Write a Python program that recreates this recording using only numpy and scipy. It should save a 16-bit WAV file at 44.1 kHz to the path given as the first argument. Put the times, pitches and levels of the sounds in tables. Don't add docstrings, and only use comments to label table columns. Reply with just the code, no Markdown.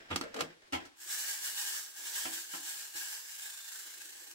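import sys
import numpy as np
from scipy import signal
from scipy.fft import rfft, irfft, next_fast_len
from scipy.io import wavfile
from scipy.ndimage import uniform_filter1d, map_coordinates

SR = 44100
rng = np.random.default_rng(int(sys.argv[2]) if len(sys.argv) > 2 else 0)


def unload_audio(sound):
    columns = np.transpose(np.atleast_2d(sound))
    steps = np.round(np.clip(columns, -1, 1) * 32767)
    wavfile.write(sys.argv[1], SR, steps.astype(np.int16))


N = 191495

# crest_s, level_db, rise_s
GEM_SURGES = [(1.036, -47.2, 0.032), (1.133, -36.0, 0.035), (1.203, -37.0, 0.026), (1.308, -36.7, 0.038),
              (1.47, -36.6, 0.041), (1.599, -35.9, 0.032), (1.679, -37.4, 0.024), (1.759, -39.9, 0.033),
              (1.983, -44.7, 0.024), (2.083, -40.9, 0.045), (2.179, -35.6, 0.035), (2.254, -41.9, 0.039),
              (2.344, -38.1, 0.016), (2.554, -42.0, 0.042), (2.693, -40.0, 0.05), (2.825, -43.6, 0.06),
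              (2.982, -38.7, 0.028), (3.065, -44.2, 0.056), (3.144, -42.5, 0.047)]
# time_s, relative_db
FINE_SHAKE = [(3.24, -52), (3.454, -47), (3.64, -52), (3.72, -48), (3.94, -52), (4.324, -55), (4.34, -65)]
# frequency_hz, gain_db
TICK_SPECTRUM = [(80, -38), (220, -34), (340, -21), (680, -19), (900, -11.5), (1400, -13.5), (2080, -11),
                 (2600, -10.5), (3400, -6.5), (6500, -3), (7600, 0), (10200, -8), (12500, -6),
                 (14600, -10.5), (15700, -10)]
# frequency_hz, side_to_mid_db
TICK_WIDTH = [(300, 2), (900, -8.5), (1300, -2), (2000, -12.5), (2500, 3), (3400, -0.5), (4400, -1),
              (15000, 1)]
# frequency_hz, left_to_right_db
GEM_BALANCE = [(500, 2.5), (1000, 6), (2000, 2.5), (5000, -3), (8500, 1.4), (12500, 0), (16000, -12)]
# pitch_hz, width_hz, mid_db, side_db
FLOOR_RESONANCES = [(845, 53, -8, -26), (1621, 167, 4.5, 1), (1700, 92, 0.5, -14), (1844, 39, 2, -36),
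                    (2170, 130, -17, 4), (2943, 214, -14.5, 2.5), (5520, 270, -11.5, -8),
                    (7450, 590, -18.5, -9)]
# start_s, body_db, snap_db, thud_db, thud_hz, contact_s
LID_HITS = [(0.103, -36.5, -45.5, -49, 88.7, 0.0037), (0.11, -28, -47, -42.5, 91.7, 0.0042),
            (0.123, -23.5, -48, -37, 86.1, 0.011), (0.1595, -29.5, -26.5, -64, 87.5, 0.00017),
            (0.211, -36, -34.5, -69, 109, 0.00029), (0.236, -46.5, -47.5, -58, 82, 0.00089),
            (0.3425, -44.5, -40.5, -60, 227, 0.0005), (0.361, -34.5, -42, -62, 230, 0.0044),
            (0.388, -30.5, -40.5, -82, 110, 0.0063), (0.4062, -27.5, -28, -55.5, 99, 0.0013),
            (0.421, -43.5, -54, -45, 160.7, 0.00075)]
# start_s, body_db, snap_db, thud_db, thud_hz, contact_s
TRAY_HITS = [(0.673, -70, -63, -79, 110, 0.0011), (0.7235, -43, -40, -67, 89, 0.00095),
             (0.7285, -29, -37, -48, 85.2, 0.0049), (0.745, -36, -42, -48.5, 88, 0.0044),
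             (0.85, -54.5, -50.5, -67, 88, 0.0039), (2.251, -35.5, -50, -58, 88.3, 0.004),
             (2.536, -42, -58, -56.5, 178.4, 0.0023), (2.948, -57, -67, -72, 91, 0.0079)]
# pitch_hz, relative_db, t60_s, interaural_phase_rad
LID_MODES = [(263, -10.5, 0.14, 0.5), (345.4, -9, 0.21, 0.73), (484, 0.5, 0.086, 2.06),
             (794, 3.5, 0.04, 0.88), (839, -5, 0.085, 1.1), (1070, 10, 0.019, 1.8),
             (1222, 11.5, 0.027, 1.45), (1366, 4.5, 0.057, 0.73), (1610, 0, 0.087, 3.4),
             (1910, -2, 0.026, 1.1), (3000, -7, 0.061, 2), (3870, 3, 0.028, 1.3)]
# pitch_hz, relative_db, t60_s, interaural_phase_rad
TRAY_MODES = [(279, -9.5, 0.095, 0.6), (331, -7, 0.38, 0.96), (550, -7, 0.07, 1.7), (746.7, -2, 0.23, 2),
              (827, 9.5, 0.076, 3), (1022, -5, 0.18, 5), (1342, 11.5, 0.072, 2.1), (1580, -7, 0.19, 9.3),
              (1890, 6.5, 0.022, 0.65), (2153, 2.5, 0.097, 3.15), (2905, 13, 0.02, 0.73),
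              (3190, -2.5, 0.18, 0.85)]
# pitch_ratio, relative_db, t60_s, interaural_phase_rad
THUD_MODES = [(1, 1, 0.17, 0.28), (2.07, -3, 0.19, 0.87)]
# frequency_hz, gain_db
CLACK_SPECTRUM = [(60, -60), (160, -33), (280, 14), (400, -6.5), (620, -3.5), (820, -0.5), (1300, -8),
                  (2200, -4.5), (3300, -3), (4200, -23), (9000, -35), (16000, -62)]
# frequency_hz, gain_db
SNAP_SPECTRUM = [(500, -37), (2500, -29), (4200, 5), (6000, 1.5), (8000, -1.5), (10000, -8), (16000, -15)]
# start_s, length_s, level_db
SCRAPES = [(0, 0.49, -56.5), (.5, 0.029, -65), (.617, 0.036, -64), (.8, 0.046, -52.5)]
# frequency_hz, gain_db
SCRAPE_SPECTRUM = [(200, -3), (350, -4), (700, -0.5), (1200, -9.5), (1700, 1.5), (2200, -3.5), (3400, -7),
                   (4400, -14.5), (5200, -9), (6200, -18.5), (7800, -17), (9500, -40), (16000, -24)]
# start_s, length_s, level_db
DRAGS = [(.215, 0.045, -45), (.34, 0.067, -42)]
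# frequency_hz, gain_db
DRAG_SPECTRUM = [(120, -52), (250, 6), (350, -20), (450, 6.5), (540, 1), (660, 2), (850, -33), (1300, -7),
                 (3000, -22), (9000, -61)]
# start_s, length_s, level_db
TRAY_LOWS = [(0, 0.022, -60), (.5, 0.22, -72.5), (1.0, 1.9, -76), (2.945, 0.055, -65.5), (3.85, 0.45, -70)]
# frequency_hz, gain_db
TRAY_LOW_SPECTRUM = [(60, -9.5), (180, -23), (270, -0.5), (345, 8.5), (450, -1.5), (650, -5), (1200, -61),
                     (4000, -71)]
# frequency_hz, side_to_mid_db
NOISE_WIDTH = [(80, -5), (200, -23), (330, -2), (600, 1.5), (1050, 0), (1550, 6), (2300, 2), (5000, 1)]
# frequency_hz, t60_s
ROOM_DECAY = [(80, 0.25), (250, 0.44), (1500, 0.15), (5000, 0.18), (14000, 0.15)]
# frequency_hz, gain_db
AIR_SPECTRUM = [(20, -23), (80, -1.5), (160, -16.5), (350, -9), (1000, 0), (4000, -1.5), (10000, -11.5),
                (16000, -31)]

IMPACTS_PER_S, BRISK_DB = 15000, -43
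COAST_T60_S = 0.67
ROCK_HZ, ROCK_DB = 8.9, 0.27
FIRST_FLICK_S, FLICK_HZ, FLICK_DB = 3.319, 27.16, 0.5
BUNCH_S = 0.0077
UNEVEN_DB, UNEVEN_S = 1.4, 0.0018
ATTACK_S, RELEASE_T60_S = 0.004, 0.26
TOP_HZ = 15760


def gems():
    strength = np.hypot(surging(), fine_shaking())
    rate = np.clip(IMPACTS_PER_S * (strength / amp(BRISK_DB)) ** .6, 200, SR)
    impacts = collisions(rate, spread_db=5) * amp(0.42 * wobble(140))
    ticks = filtered(wandering(impacts, depth_db=4.0), lambda hz: amp(along(TICK_SPECTRUM, hz)))
    ticks = stereo(ticks, TICK_WIDTH)
    mid, side = filtered(impacts * amp(1.5 * wobble(50)), tray_floor)
    drum = unit(np.array([mid + side, mid - side]))
    rattle = strength * (amp(-0.25) * ticks + amp(-13.0) * drum)
    return filtered(rattle, lambda hz: amp(np.outer([.5, -.5], along(GEM_BALANCE, hz))))


def surging():
    t = np.arange(N) / SR
    power = np.zeros(N)
    for crest, db, rise in GEM_SURGES:
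        swell = np.exp(-(np.minimum(t - crest, 0) / rise) ** 2)
        power += swell * amp(db - 60 * np.maximum(t - crest, 0) / COAST_T60_S) ** 2
    return np.sqrt(power)


def fine_shaking():
    t = np.arange(N) / SR
    flicks = np.arange(FIRST_FLICK_S, N / SR, 1 / FLICK_HZ)
    bunches = np.zeros(N)
    for s, (size, late) in zip(flicks, rng.standard_normal((100, 2))):
        landing = np.exp(-((t - s - UNEVEN_S * late) / BUNCH_S) ** 2)
        bunches += amp(FLICK_DB + UNEVEN_DB * size) ** 2 * landing
    trickle_db = np.interp(t, *np.transpose(FINE_SHAKE), left=-np.inf) + 1.5
    rock_db = ROCK_DB * np.cos(2 * np.pi * ROCK_HZ * (t - FIRST_FLICK_S))
    return amp(trickle_db + rock_db) * np.sqrt(1 + bunches)


def collisions(rate, spread_db):
    happens = rng.random(N) < rate / SR
    size = amp(spread_db * np.clip(rng.standard_normal(N), -2, 2))
    place = 2 * np.pi * rng.random(N)
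    return unit(happens * size / np.sqrt(rate) * np.array([np.cos(place), np.sin(place)]))


def wandering(x, depth_db):
    hz, _, spectrum = signal.stft(x, SR, nperseg=1024)
    field = uniform_filter1d(rng.standard_normal(spectrum.shape), size=6, axis=1)
    field = unit(uniform_filter1d(field, size=14, axis=2))
    reach = along([(600, 0.45), (2400, 0.84), (6000, 0.42), (12000, 0.18)], hz)[:, None]
    return signal.istft(spectrum * amp(depth_db * reach * field), SR, nperseg=1024)[1][:, :N]


def tray_floor(hz):
    return sum(amp([[mid], [side]]) / (1 + ((hz - pitch) / width) ** 2) ** 2
               for pitch, width, mid, side in FLOOR_RESONANCES)


def knocks(hits, modes, body_t60, snap_t60, ring_db):
    out, t = np.zeros((2, N)), np.arange(SR // 2) / SR
    for start, body_db, snap_db, thud_db, thud_hz, contact in hits:
        clack = noise(CLACK_SPECTRUM, len(t)) * amp(-60 * t / body_t60)
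        body = clack + amp(ring_db) * ring(modes, t)
        scuff_t60 = snap_t60 + 12 * contact
        snap = noise(SNAP_SPECTRUM, len(t)) * amp(-60 * t / scuff_t60)
        thud = ring(np.multiply(THUD_MODES, [thud_hz, 1, 1, 1]), t)
        rise = 1 - np.exp(-t / contact)
        add(out, start, rise * (amp(body_db) * body + amp(snap_db) * snap + amp(thud_db) * thud))
    return out


def ring(modes, t):
    hz, db, t60, apart = np.transpose(modes)[:, :, None]
    size, phase = rng.standard_normal((2, len(modes), 1))
    gain = amp(db + 2.7 * size)
    waves = [np.sin(2 * np.pi * hz * t + np.pi * phase + ear * apart) for ear in (.5, -.5)]
    return np.sum(gain * amp(-60 * t / t60) * waves, axis=1) / np.sqrt(np.sum(gain ** 2) / 2)


def contact_noise(spans, spectrum, rough_db, rough_hz):
    t = np.arange(N) / SR
    envelope = np.zeros(N)
    for start, length, db in spans:
        attack = np.clip((t - start) / ATTACK_S, 0, 1)
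        envelope += attack * amp(db - 60 * np.maximum(t - start - length, 0) / RELEASE_T60_S)
    return envelope * amp(rough_db * wobble(rough_hz)) * noise(spectrum, N)


def room(x, wet_db):
    out = x.copy()
    for piece in np.array_split(np.arange(N), 14):
        hz, t, spectrum = signal.stft(rng.standard_normal((2, SR // 3)), SR, nperseg=256)
        decay = amp(-60 * t / along(ROOM_DECAY, hz)[:, None])
        tail = signal.istft(spectrum * decay, SR, nperseg=256)[1]
        tail = stereo(tail, [(100, -7), (500, 2.0)])
        echo = signal.fftconvolve(x[:, piece], tail / np.linalg.norm(tail[0]), axes=1)
        add(out, piece[0] / SR + .004, amp(wet_db) * echo)
    return out


def room_air():
    return amp(-65.5) * noise(AIR_SPECTRUM, N)


def amp(db):
    return 10 ** (np.asarray(db) / 20)


def unit(x):
    return x / np.sqrt(np.mean(x ** 2) + 1e-20)


def along(points, hz):
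    frequencies, values = np.transpose(points)
    return np.interp(np.log(hz + 1), np.log(frequencies + 1), values)


def wobble(rate):
    return map_coordinates(rng.standard_normal(1000), [np.arange(N) * rate / SR], mode="wrap")


def filtered(x, response):
    n = x.shape[-1]
    padded = next_fast_len(n + 8192)
    return irfft(rfft(x, padded) * response(np.fft.rfftfreq(padded, 1 / SR)), padded)[..., :n]


def stereo(pair, width):
    mid, side = filtered(pair, lambda hz: amp([0 * hz, along(width, hz)]))
    return unit(np.array([mid + side, mid - side]))


def noise(spectrum, size):
    white = rng.standard_normal((2, size))
    return stereo(filtered(white, lambda hz: amp(along(spectrum, hz))), NOISE_WIDTH)


def add(track, start_s, sound):
    part = track[:, round(start_s * SR):][:, :sound.shape[-1]]
    part += sound[:, :part.shape[-1]]


def scene():
    lid = knocks(LID_HITS, LID_MODES, body_t60=0.062, snap_t60=0.031, ring_db=2.5)
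    lid *= amp([[-.8], [.8]])
    tray = knocks(TRAY_HITS, TRAY_MODES, body_t60=0.14, snap_t60=0.049, ring_db=5.0)
    impacts = room(lid, wet_db=-9.0) + room(tray, wet_db=-6.5) + room(gems(), wet_db=-7.5)
    scrape = contact_noise(SCRAPES, SCRAPE_SPECTRUM, rough_db=1.6, rough_hz=62.9)
    drag = contact_noise(DRAGS, DRAG_SPECTRUM, rough_db=2.5, rough_hz=109.0)
    rubs_and_hum = contact_noise(TRAY_LOWS, TRAY_LOW_SPECTRUM, rough_db=3, rough_hz=45)
    return impacts + scrape + drag + rubs_and_hum + room_air()


def record(dry):
    return filtered(dry, lambda hz: hz < TOP_HZ)


dry = scene()
out = record(dry)
unload_audio(out)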